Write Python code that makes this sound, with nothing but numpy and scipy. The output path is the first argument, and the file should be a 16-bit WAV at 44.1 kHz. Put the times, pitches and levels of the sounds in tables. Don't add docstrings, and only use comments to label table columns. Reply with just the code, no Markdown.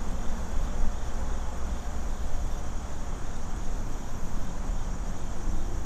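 import sys
import numpy as np
from scipy import signal
from scipy.fft import rfft, irfft
from scipy.io import wavfile
from scipy.ndimage import uniform_filter1d

SR = 44100
rng = np.random.default_rng(int(sys.argv[2]) if len(sys.argv) > 2 else 0)


def dump_mix(stems):
    frames = np.atleast_2d(stems).T
    limited = np.clip(frames, -1, 1)
    pcm = np.round(limited * 32767).astype(np.int16)
    wavfile.write(sys.argv[1], SR, pcm)


N = 257984
T = np.arange(N) / SR


def undb(db):
    return 10 ** (np.asarray(db) / 20)


def unit(x):
    return x / np.sqrt(np.mean(x ** 2) + 1e-18)


def curve(points):
    times, values = np.transpose(points)
    return np.interp(T, times, values)


def shaped(gain_at):
    hz = np.maximum(np.arange(N // 2 + 1) * SR / N, 1)
    return unit(irfft(rfft(rng.standard_normal(N)) * gain_at(hz), N))


def coloured(points):
    hz, db = np.transpose(points)
    return shaped(lambda f: undb(np.interp(np.log(f), np.log(hz), db, left=-80, right=-80)))


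def ringing(hz, width):
    def gain_at(f):
        detune = np.abs(f - hz) / (width / 2)
        return (1 + detune) / (1 + detune ** 2) ** 2
    return shaped(gain_at)


def walk(rate):
    return shaped(lambda f: 1 / (1 + (f / rate) ** 2) ** 2)


def gate(start, end, rise, fall):
    return np.clip((T - start) / rise, 0, 1) * np.clip((end - T) / fall, 0, 1)


def bump(offset, length):
    return np.exp(-2 * (offset / length) ** 2)


def strokes(rate, first, length, jitter_s=0.0024):
    turns = (T - first + jitter_s * walk(2.2)) * rate
    return bump((turns - np.round(turns)) / rate, length)


def outdoor_wash(low_db=-46.5, rise_db=4, flicker_db=0.4):
    # frequency in Hz, relative level in dB.
    low_colour = [(40, -20), (80, 1.5), (125, -1.5), (160, -7), (280, -9), (400, -24.5), (800, -18.5)]
    mid_colour = [(150, 0), (300, -0.5), (550, 0), (670, -2), (820, 0), (1100, -2.5), (1550, -7),
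                  (2000, -13.5), (2800, -20.5), (4500, -33.5), (9000, -32)]
    # time in seconds, level in dB.
    mid_level = [(1.2, -43.5), (2.4, -45.5), (3.4, -44.5), (4.9, -45.5)]
    swell = np.clip((T - 1.2) / 1.9, 0, 1)
    lows = coloured(low_colour) * undb(low_db + rise_db * swell)
    mids = coloured(mid_colour) * undb(curve(mid_level) + flicker_db * walk(11))
    return lows + mids


def far_tones():
    # start and end in seconds, pitch and bandwidth in Hz, level in dB.
    tones = [(-.2, 1.3, 487, 9, -57.5), (0, 1.76, 533, 28, -57), (.2, 3.4, 591, 38, -57.5),
             (.2, 1.67, 850, 27, -58.5), (3.5, 3.9, 123.4, 6, -50), (3.9, 4.9, 997, 13, -58.5),
             (4.25, 5.6, 186, 29, -49), (5.1, 5.86, 348.4, 12, -51.5), (5.1, 6.2, 311.4, 9.7, -56),
             (5.1, 7.5, 465, 45, -60)]
    return sum(ringing(hz, width) * undb(db) * gate(start, end, rise=0.082, fall=0.1)
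               for start, end, hz, width, db in tones)


def hiss(level_db=-58, fade_db_per_s=0.28, flicker_db=0.72):
    # frequency in Hz, relative level in dB.
    colour = [(1500, -2), (3000, 0.5), (4800, 1), (8800, -6), (10800, -10.5), (13500, -12.5), (15200, -12)]
    return coloured(colour) * undb(level_db - fade_db_per_s * T + flicker_db * walk(20))


def insect_chorus(level_db=-56.5, flicker_db=0.5):
    # frequency in Hz, relative level in dB.
    colour = [(4900, -29), (5350, -6), (5750, -3), (6350, -0.5), (6700, -0.5), (7050, -1), (7300, -6),
              (7750, -8.5), (8300, -10), (8750, -28)]
    return coloured(colour) * undb(level_db + flicker_db * walk(25))


def near_crickets(scatter_db=1):
    # pitch and bandwidth in Hz, chirps per second, first chirp's peak in seconds,
    # chirp length in seconds, level in dB.
    singers = [ (5610, 160, 12.13, 0.052, 0.023, -70), (5777, 97, 14, 0.079, .028, -66),
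               (6160, 94, 11.97, 0.081, 0.035, -67), (6630, 140, 13.7, 0.0097, 0.032, -67),
               (6970, 240, 41.5, 0.014, .011, -63.5), (6720, 160, 43, 0.013, .011, -71.5),
               (7510, 210, 5.0, 0.11, 0.06, -70.5), (7990, 270, 5.45, 0.076, 0.032, -73.5),
               (8280, 230, 39, 0.0087, 0.0093, -76)]
    out = np.zeros(N)
    for hz, width, rate, first, length, db in singers:
        song = ringing(hz, width) * strokes(rate, first, length)
        out += unit(song) * undb(db + scatter_db * walk(2.7))
    return out


def tree_crickets():
    # pitch and bandwidth in Hz, chirps per second, first chirp's peak in seconds,
    # chirp length in seconds, pulses per second, opening level in dB, fade in dB per second.
    singers = [ (3638, 230, 2.61, 0.24, 0.12, 41.3, -68.5, 0.4),
               (3418, 200, 2.63, 0.23, 0.43, 42.3, -64, 1.0), (3153, 280, 2.4, 0.24, 0.29, 38.2, -66, 0.5)]
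    out = np.zeros(N)
    for hz, width, rate, first, length, pulse_rate, db, fade in singers:
        chirps = strokes(rate, first, length, jitter_s=0.03)
        pulses = strokes(pulse_rate, first=0, length=0.013, jitter_s=0.0042)
        out += unit(ringing(hz, width) * chirps * pulses) * undb(db - fade * T)
    return out


def katydid(stroke_hz=55.5, swell_s=0.91, tick_db=-68, tick_s=0.01):
    # start and end in seconds, level in dB that the swell heads for.
    buzzes = [(-.3, .67, -72), (1.7, 2.597, -71), (3.68, 4.46, -68.5), (5.301, 6.096, -71)]
    tick_times = [1.50, 1.58, 1.67, 3.44, 3.503, 3.57, 5.115, 5.185, 5.25]
    # frequency in Hz, relative level in dB.
    wing_colour = [(11000, -22), (12050, -11), (12290, 1), (12550, -12), (12770, -3), (13050, -10),
                   (13950, -13), (14800, -25)]
    swells = sum(undb(db) * gate(start, end, swell_s, fall=0.009) ** 0.33 for start, end, db in buzzes)
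    ticks = sum(bump(T - at, tick_s) for at in tick_times)
    scrape = coloured(wing_colour)
    buzz = swells * unit(strokes(stroke_hz, first=0, length=0.0093))
    return scrape * (buzz + undb(tick_db) * ticks)


def reel():
    # start in seconds, level in dB, decay time in seconds.
    clicks = [(.110, -55, .008), (.925, -61, .008), (1.139, -56, .025), (1.2, -60, .02), (1.396, -61, .006),
              (1.668, -57, .005), (2.125, -59, .006), (2.261, -63, 0.007), (2.47, -57, .015),
              (2.53, -59, .008), (3.364, -53, .006), (3.561, -55, 0.0081), (5.373, -56, 0.013)]
    # frequency in Hz, relative level in dB.
    colour = [(1000, -13), (3300, 3), (6000, 4), (9500, 2), (15000, -13)]
    envelope = sum(undb(db) * (T >= at) * np.exp(-np.abs(T - at) / decay) for at, db, decay in clicks)
    return coloured(colour) * envelope


def wind(breeze_db=-28.5, steadiness=0.59):
    # frequency in Hz, relative level in dB.
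    colour = [(3, -7.5), (9, -0.5), (17, -2), (28, -9.5), (45, -16), (80, -27.5), (150, -39.5),
              (400, -60.5)]
    # peak time in seconds, length in seconds, rise above the breeze in dB.
    gusts = [(.2, 0.38, 4), (0.63, 0.077, 9.5), (.83, 0.091, 9), (1.214, 0.19, 3.5), (2.36, 0.24, 5),
             (3.72, 0.19, 5), (4.353, 0.14, 6), (4.74, .14, 5), (5.616, 0.31, 6)]
    eddies = coloured(colour)
    local_power = uniform_filter1d(eddies ** 2, size=SR // 7) + 1e-9
    breeze = unit(eddies / local_power ** (steadiness / 2))
    gust_db = sum(db * bump(T - at, length) for at, length, db in gusts)
    return breeze * undb(breeze_db + gust_db)


def hull():
    # frequency and bandwidth in Hz, relative level in dB.
    modes = [(182.8, 17.5, 0.5), (205, 26, 0.5), (222.5, 8.9, -2), (243.6, 18, -3.5), (275, 39, -11.5)]
    # time in seconds, level in dB.
    drone_level = [(.7, -44), (2.4, -53), (4.3, -50), (5.85, -52)]
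    drone = sum(undb(db) * ringing(hz, width) for hz, width, db in modes)
    return unit(drone) * undb(curve(drone_level))


def motor(shaft_hz=60.4, sag_hz_per_s=0.23, wobble=0.00802, flutter_db=2, whine_order=12, rasp=0.69):
    # multiple of the shaft rate, relative level in dB.
    partials = [(1, -1.5), (2, -22), (3, -27)]
    # time in seconds, gain in dB.
    hum_level = [(0, -44), (.55, -35), (2.1, -37), (3.15, -40.5), (4.5, -53), (5.3, -46), (5.85, -46)]
    hum_db = curve(hum_level)
    usual_hum_db, whine_below_db, whine_follows = -38, 18.5, 0.42
    whine_db = usual_hum_db - whine_below_db + whine_follows * (hum_db - usual_hum_db)
    speed_hz = (shaft_hz - sag_hz_per_s * T) * (1 + wobble * walk(12.6))
    phase = 2 * np.pi * np.cumsum(speed_hz) / SR
    hum = np.zeros(N)
    for order, db in partials:
        amplitude = np.sqrt(2) * undb(db + flutter_db * walk(17))
        hum += amplitude * np.sin(order * phase + rng.uniform(0, 2 * np.pi))
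    whine = np.sin(whine_order * phase) * (1 + rasp * walk(28))
    whine += np.cos(whine_order * phase) * rasp * walk(28)
    return hum * undb(hum_db) + unit(whine) * undb(whine_db)


def scene():
    boat = motor() + hull()
    air = wind() + outdoor_wash() + far_tones() + hiss()
    insects = insect_chorus() + near_crickets() + tree_crickets() + katydid()
    return (boat + air + insects + reel())[None]


def record(dry):
    top_hz = 15250
    low_pass = signal.ellip(12, 0.05, 60, top_hz, fs=SR, output="sos")
    return signal.sosfiltfilt(low_pass, dry)


dry = scene()
out = record(dry)
dump_mix(out)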